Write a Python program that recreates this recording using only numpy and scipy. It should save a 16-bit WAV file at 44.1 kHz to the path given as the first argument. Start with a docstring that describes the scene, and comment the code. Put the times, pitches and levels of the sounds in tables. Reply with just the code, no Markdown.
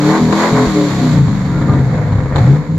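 """A V8 with twin open exhausts, heard from behind in a driveway: it revs, sinks to a lumpy idle, then
catches again with a pop and a short boom. Engine orders and uneven firing pulses ring the pipes.
Shaped noise makes the puffing rasp and hiss at the outlets and the low flutter of flaming fuel.
Afterfire, burbles of the idle and narrow whistles come on top; a short dull yard echo surrounds all."""
import sys
import numpy as np
from scipy import signal
from scipy.fft import rfft, irfft
from scipy.io import wavfile
from scipy.ndimage import uniform_filter1d

SR = 44100
rng = np.random.default_rng(int(sys.argv[2]) if len(sys.argv) > 2 else 0)


def output_pcm(signal):
    """Save a mono or channel-first signal as 16-bit PCM at the path in sys.argv[1].

    Samples are clipped to [-1, 1] before scaling.
    """
    pcm = np.clip(np.atleast_2d(signal).T, -1, 1) * 32767
    wavfile.write(sys.argv[1], SR, np.round(pcm).astype(np.int16))


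N = 122598

# engine speed, eight firings in each cycle: start_s, cycle_rate_hz
SPEED = [(0,36.4),(.18,40.7),(.3,39.6),(.36,40.3),(.47,43.6),(.56,42.6),(.65,42.3),(.73,38.2),(.87,36.6),(.96,33.2),(1.07,31.2),(1.25,26.6),(1.65,19.4),(2.05,13),(2.25,11.2),(2.36,11.8),(2.45,15.2),(2.57,19),(2.78,20.2)]
# boom of the exhaust before its trim: start_s, level_db
BOOM = [(0.0,-15.5),(0.11,-13.5),(0.18,-33),(0.22,-11.5),(0.37,-19),(0.5,-26.5),(0.52,-15.5),(0.93,-18),(1.21,-7),(1.35,-15),(1.68,-14.5),(1.8,-10.5),(1.95,-12.5),(2.3,-19),(2.41,-8),(2.51,-4),(2.62,-18.5),(2.64,-47),(2.7,-13.5)]
# midrange bark of the exhaust before its trim: start_s, level_db
BARK = [(0.0, -17), (0.07, -11), (0.47, -17), (0.62, -10), (0.73, -24), (0.77, -9.5), (0.96, -22.5),
        (1.06, -12), (1.1, -23), (1.19, -16.5), (1.26, -33), (1.28, -21), (1.42, -29), (1.51, -23),
        (1.79, -16), (1.85, -29), (2.46, -26.5), (2.5, -15.5), (2.6, -28.5), (2.75, -27.5)]
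# rasp, chuff and growl before their trims: start_s, level_db
RASP = [(0.0, -30.5), (0.15, -18), (0.25, -31.5), (0.45, -16), (0.54, -26.5), (0.57, -19), (0.71, -28.5),
        (1.19, -32.5), (1.21, -37.5), (1.78, -31.5), (1.81, -36), (1.98, -32), (2.29, -35.5), (2.39, -28.5),
        (2.75, -43.5)]
# hiss before its trim: start_s, level_db
HISS = [(0.0,-34.5),(0.08,-29.5),(0.3,-34.5),(0.4,-26.5),(0.54,-31),(1.13,-33.5),(1.22,-40),(2.34,-48),(2.37,-40),(2.53,-42),(2.63,-49)]
# share of uneven puffs in the exhaust note: start_s, share_0_to_1
UNEVEN = [(1.05,.04),(1.4,.3),(1.6,.55),(1.85,.2),(2.3,.65),(2.45,.12)]
# multiples 1 to 16 of the cycle rate, the top eight repeat upward: all_firing_db, some_missing_db
ORDER_DB = [(-20.5,-4),(-11.5,-1.5),(-13.5,4.5),(-5,0),(2.5,2),(-4.5,5),(-12,-2),(7.5,-8.5),(-4.5,-1.5),(-1,4),(2.5,0),(-0.5,-16),(-2.5,0),(-6.5,0.5),(3,-24),(-4.5,5.5)]
# spells in which some cylinders miss: start_s, end_s
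MISFIRES = [(.205,0.32),(0.518,0.66),(.9,1.008),(1.14,1.28)]
# single orders that swell or sink for a moment: start_s, end_s, cycle_rate_multiple, change_db
SWELLS = [(.05,.2,22,9),(.21,.33,3,-10),(.53,.67,13,6),(.55,.69,17,9),(.74,.89,11,6),(.75,.97,15,9),(.98,1.16,22,14)]
# response of the exhaust pipes: frequency_hz, gain_db
PIPE = [(25,-30.5),(55,-12.5),(95,-7),(140,5),(190,-3),(250,0),(310,-1),(365,-18),(420,-3),(470,-16.5),(555,-11.5),(630,-20.5),(715,-11),(800,-18.5),(950,-10.5),(1180,-15.5),(1400,-35.5),(1470,-21),(1690,-30),(1900,-49.5),(3000,-32.5),(5000,-69.5)]
# relative spectrum of the rasp: frequency_hz, density_db_per_hz
RASP_COLOUR = [(60,-41.5),(380,-19),(520,0.5),(800,0),(1200,5.5),(1450,3),(1700,3.5),(2200,-0.5),(2700,-19.5),(5000,-54)]
# at speed the pitched growl outweighs the rasp: cycle_rate_hz, rasp_change_db
RASP_BY_SPEED = [(28,-2),(40,-6.5)]
# relative spectrum of the chuff, the low part of the rasp: frequency_hz, density_db_per_hz
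CHUFF_COLOUR = [(60,-30),(370,-9),(520,7),(700,-7.5),(1000,-25),(3000,-58)]
# the chuff is weak at speed: cycle_rate_hz, chuff_change_db
CHUFF_BY_SPEED = [(20,-4.5),(27,-7.5),(40,-8.5)]
# relative spectrum of the hiss: frequency_hz, density_db_per_hz
HISS_COLOUR = [(100,-42),(1200,-3),(2200,0.5),(2800,-8),(3700,0.5),(4450,0.5),(5100,-8.5),(6200,-7),(7200,-2.5),(8500,-31.5),(9900,-20.5),(12000,-18.5),(13000,-33.5)]
# rumble of the flames: start_s, level_db
FLAME = [(.85,-44),(1.12,-40),(1.26,-30),(1.6,-28),(1.9,-33),(2.3,-23),(2.58,-36)]
# relative spectrum of the flames: frequency_hz, density_db_per_hz
FLAME_COLOUR = [(18,-25),(32,16),(75,25.5),(130,-7),(1500,-140)]
# fuel lighting in the pipes: start_s, thud_db, ring_hz, ring_t60_s, crack_db
AFTERFIRE = [(0.326,-34,150,.05,-8),(0.526,-3,153,.15,-42),(0.666,-14,56.6,0.23,-36),(2.358,-5,87.5,0.069,-8),(2.382,-5,92,.14,-12)]
# relative spectrum of afterfire cracks and burble spits: frequency_hz, density_db_per_hz
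CRACK_COLOUR = [(100,-8.5),(400,12),(1000,8.5),(2600,-15.5),(4100,-4.5),(5500,-33),(7200,-15),(8500,-50)]
# loud single firings of the lumpy idle: start_s, level_db
BURBLES = [(1.279,-5),(1.613,-9),(1.694,-5),(1.733,-6),(1.789,-7),(1.95,-8),(2.076,-10),(2.123,-7),(2.152,-9),(2.184,-8),(2.233,-10)]
# narrow rings of the outlets: start_s, end_s, pitch_hz, level_db
WHISTLES = [(1.46,1.8,1400,-37),(1.675,1.76,1205,-28),(1.63,2.8,504,-31.5)]
# likeness of left and right in the turbulence: frequency_hz, likeness_0_to_1
SAME = [(200,.998),(600,.93),(1200,.6),(2400,.2),(6000,.05)]
# stereo lean: frequency_hz, left_minus_right_db
LEAN = [(100,1),(1250,2),(2100,-7.5),(5500,3),(7500,-8.5),(15000,13)]

# exhaust note: trims, band edges, softness of the puffs
BOOM_DB, BARK_DB, GROWL_DB = -.5, -0.8, 1
SPLIT_HZ, GROWL_SPLIT_HZ = 205.7, 600
PUFF_HZ = 380
# below the idle rate, every order but the plain firing note sinks
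IDLE_BELOW_HZ, IDLE_FADE_HZ, IDLE_DROP_DB = 18, 0.71, -5
JITTER_CYCLES, ORDER_DRIFT_DB, SWELL_FADE_S = .002, 2, .035
# outlets: puff decay in firings, steady rush as gain against a puff of 1, trims
PUFF_FIRINGS, RASP_STEADY, HISS_STEADY = 1, 1, 3.3
RASP_DB, HISS_DB = 4, 3.5
# yard echo: level, decay, treble limit
YARD_DB, YARD_T60_S, YARD_HZ = -18, 0.57, 2000
# afterfire; the size of a crackle grain is a gain against the rush
THUD_RISE_S, CRACK_RISE_S, CRACK_T60_S = 0.0014, .0004, .055
CRACKLE_PER_S, CRACKLE_SIZE = 700, 11
# burbles: base pitch and its relative spread, swing rise, decay and level of the spit
BURBLE_HZ, BURBLE_SPREAD, BURBLE_RISE_S = 116, .12, .0055
SPIT_T60_S, SPIT_DB = .06, -14.5
WHISTLE_WIDTH_HZ = 42
EDGE_HZ = 15400


def amp(db):
    """Decibels to gain."""
    return 10 ** (np.asarray(db) / 20)


def unit(x):
    """Scales to rms 1."""
    return x / np.sqrt(np.mean(x ** 2) + 1e-20)


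def curve(points):
    """A control through time."""
    return np.interp(np.arange(N) / SR, *np.transpose(points))


def by_speed(points, speed):
    """A control that follows the engine speed."""
    return np.interp(speed, *np.transpose(points))


def read(points, hz):
    """A spectrum at given frequencies, joined along a log scale."""
    f, value = np.transpose(points)
    return np.interp(np.log(hz + 1), np.log(f + 1), value)


def bins():
    """Frequencies of a full-length spectrum."""
    return np.fft.rfftfreq(N, 1 / SR)


def smooth(x, size):
    """Two passes of a moving average."""
    return uniform_filter1d(uniform_filter1d(x, size), size)


def steady(x, size=3000):
    """Holds the running rms near 1."""
    return x / np.sqrt(abs(smooth(x ** 2, size)) + 1e-12)


def wander(size, length=N):
    """Smooth chance of rms 1."""
    return unit(smooth(rng.standard_normal(length), size))


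def fall(t, t60):
    """Exponential decay by 60 dB in t60 seconds."""
    return np.exp(-np.log(1000) * t / t60)


def since(start):
    """Seconds since an event, zero before it."""
    return np.maximum(np.arange(N) / SR - start, 0)


def ring(x, colour, size=4096):
    """Causal minimum-phase filter with the given spectrum."""
    log_gain = np.log(amp(read(colour, abs(np.fft.fftfreq(size, 1 / SR)))))
    response = np.fft.ifft(np.exp(np.conj(signal.hilbert(log_gain)))).real
    return signal.fftconvolve(x, response[:size // 2])[:N]


def band(x, hz):
    """Splits a sound into the parts below and above a frequency."""
    filters = [signal.butter(4, hz, kind, fs=SR, output="sos") for kind in ("low", "high")]
    return [signal.sosfiltfilt(sos, x) for sos in filters]


def air(colour, gate=1):
    """Gated stereo turbulence, nearly mono in the bass and wide in the treble."""
    a, b = rfft(rng.standard_normal((2, N)) * gate)
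    same = np.clip(read(SAME, bins()), -1, 1)
    pair = np.array([a, same * a + np.sqrt(1 - same ** 2) * b])
    return unit(irfft(pair * amp(read(colour, bins())), N))


def engine_orders(speed, turns):
    """The pitched part: multiples of the cycle rate, weighted by the firing pattern and the pipes."""
    t = np.arange(N) / SR
    slow, rate = t[::64], speed[::64]  # levels move slowly enough for a coarse clock
    missing = uniform_filter1d(1. * sum((slow > a) & (slow < b) for a, b in MISFIRES), size=24)
    idle = np.clip((IDLE_BELOW_HZ - rate) / IDLE_FADE_HZ, 0, 1)
    turns = turns + JITTER_CYCLES * wander(size=130)
    out = np.zeros(N)
    for k in range(1, 57):
        full_db, miss_db = ORDER_DB[k - 1 if k <= 16 else 8 + (k - 1) % 8]
        level = (1 - missing) * full_db + missing * miss_db
        level += read(PIPE, k * rate)
        level += idle * IDLE_DROP_DB * (k != 8)  # order 8 is the firing note
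        level += ORDER_DRIFT_DB * wander(size=40, length=len(slow))
        for start, end, order, change_db in SWELLS:
            if order == k:
                inside = np.minimum(slow - start, end - slow)
                level += change_db * np.clip(inside / SWELL_FADE_S + .5, 0, 1)
        out += np.interp(t, slow, amp(level)) * np.cos(2 * np.pi * (k * turns + rng.random()))
    return out


def exhaust(speed, turns, strength):
    """Engine orders and uneven firing pulses ring the pipes: boom, bark and growl."""
    firing = np.floor(8 * turns)
    pulses = (np.diff(firing, prepend=0) > 0) * strength
    puffs = signal.lfilter(*signal.butter(1, PUFF_HZ, fs=SR), ring(pulses, PIPE))
    share = np.clip(curve(UNEVEN), 0, 1)
    note = (1 - share) * steady(engine_orders(speed, turns)) + share * steady(puffs, size=5000)
    boom, upper = band(note, SPLIT_HZ)
    bark, growl = band(upper, GROWL_SPLIT_HZ)
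    boom = steady(boom, size=1600) * amp(curve(BOOM) + BOOM_DB)
    bark = steady(bark, size=1600) * amp(curve(BARK) + BARK_DB)
    growl = steady(growl, size=1800) * amp(curve(RASP) + GROWL_DB)
    return boom + bark + growl


def outlets(speed, turns, strength, uneven_db=4.0):
    """Each firing blows a puff of chuff, rasp and hiss; rasp and hiss also have a steady rush."""
    phase = (8 * turns) % 1
    puff = np.exp(-phase / PUFF_FIRINGS) * amp(uneven_db * np.clip(strength, -2, 2))
    rasp = air(RASP_COLOUR, RASP_STEADY + puff) * amp(by_speed(RASP_BY_SPEED, speed))
    chuff = air(CHUFF_COLOUR, puff) * amp(by_speed(CHUFF_BY_SPEED, speed))
    hiss = air(HISS_COLOUR, HISS_STEADY + puff) * amp(curve(HISS) + HISS_DB)
    return (rasp + chuff) * amp(curve(RASP) + RASP_DB) + hiss


def flames():
    """Low flutter of burning fuel at the tailpipes: bass noise held steady, the same on both sides."""
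    return steady(air(FLAME_COLOUR)[0], size=2500) * amp(curve(FLAME))


def yard(x):
    """Short dull reflections from the house and garage: a decaying noise tail on each side."""
    t = np.arange(SR // 2) / SR
    tail = rng.standard_normal((2, len(t))) * (t > .008) * fall(t, YARD_T60_S)
    tail = signal.lfilter(*signal.butter(1, YARD_HZ, fs=SR), tail / np.linalg.norm(tail[0]))
    return signal.fftconvolve(x, tail, axes=1)[:, :N]


def afterfire(start, thud_db, hz, t60, crack_db):
    """Fuel lights in a pipe: a ringing thud and a crackling crack."""
    t = since(start)
    thud = np.sin(2 * np.pi * hz * t) * (1 - np.exp(-t / THUD_RISE_S)) * amp(thud_db) * fall(t, t60)
    crack = (1 - np.exp(-t / CRACK_RISE_S)) * amp(crack_db) * fall(t, CRACK_T60_S)
    grains = rng.random(N) < CRACKLE_PER_S / SR
    return thud + air(CRACK_COLOUR, 1 + CRACKLE_SIZE * grains) * crack


def burbles():
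    """Loud single firings: a few low swings of the pipe and a spit of gas."""
    swings, spits = np.zeros(N), np.zeros(N)
    for start, db in BURBLES:
        t = since(start)
        hz = BURBLE_HZ * (1 + BURBLE_SPREAD * rng.uniform(-1.1, 1))
        swell = t / BURBLE_RISE_S * np.exp(1 - t / BURBLE_RISE_S)
        swings += amp(db) * swell * np.sin(2 * np.pi * hz * t)
        spits += amp(db) * (1 - np.exp(-t / THUD_RISE_S)) * fall(t, SPIT_T60_S)
    return swings + air(CRACK_COLOUR) * spits * amp(SPIT_DB)


def whistle(start, end, hz, db):
    """The gas stream stirs a narrow resonance that swells and fades."""
    progress = np.clip((np.arange(N) / SR - start) / (end - start), 0, 1)
    swell = np.sqrt(abs(np.sin(np.pi * progress)))
    resonance = 1 / (1 + (2 * (bins() - hz) / WHISTLE_WIDTH_HZ) ** 2)
    stirred = irfft(rfft(rng.standard_normal(N)) * resonance, N)
    return amp(db) * swell * steady(stirred)


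def scene():
    """One crankshaft drives exhaust and outlets; flames, afterfire, burbles, whistles and yard join."""
    speed = curve(SPEED) * (1 + 0.0027 * wander(size=700))
    turns = np.cumsum(speed) / SR
    # one random strength for each firing
    strength = np.clip(rng.standard_normal(2000), -1.5, 1.5)[(8 * turns).astype(int)]
    dry = exhaust(speed, turns, strength) + outlets(speed, turns, strength) + flames()
    dry = dry + sum(afterfire(*row) for row in AFTERFIRE)
    dry = dry + burbles() + sum(whistle(*row) for row in WHISTLES)
    return dry + amp(YARD_DB) * yard(dry)


def record(dry):
    """Microphone balance, soft overload near full scale and the band limit."""
    lean = read(LEAN, bins()) / 2
    x = irfft(rfft(dry) * amp(np.array([lean, -lean])), N)
    x = x / (1 + x ** 8) ** (1 / 8)
    lowpass = signal.firwin(511, EDGE_HZ, window=("kaiser", 9), fs=SR)
    return signal.oaconvolve(x, lowpass[None], "same")


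dry = scene()
out = record(dry)
output_pcm(out)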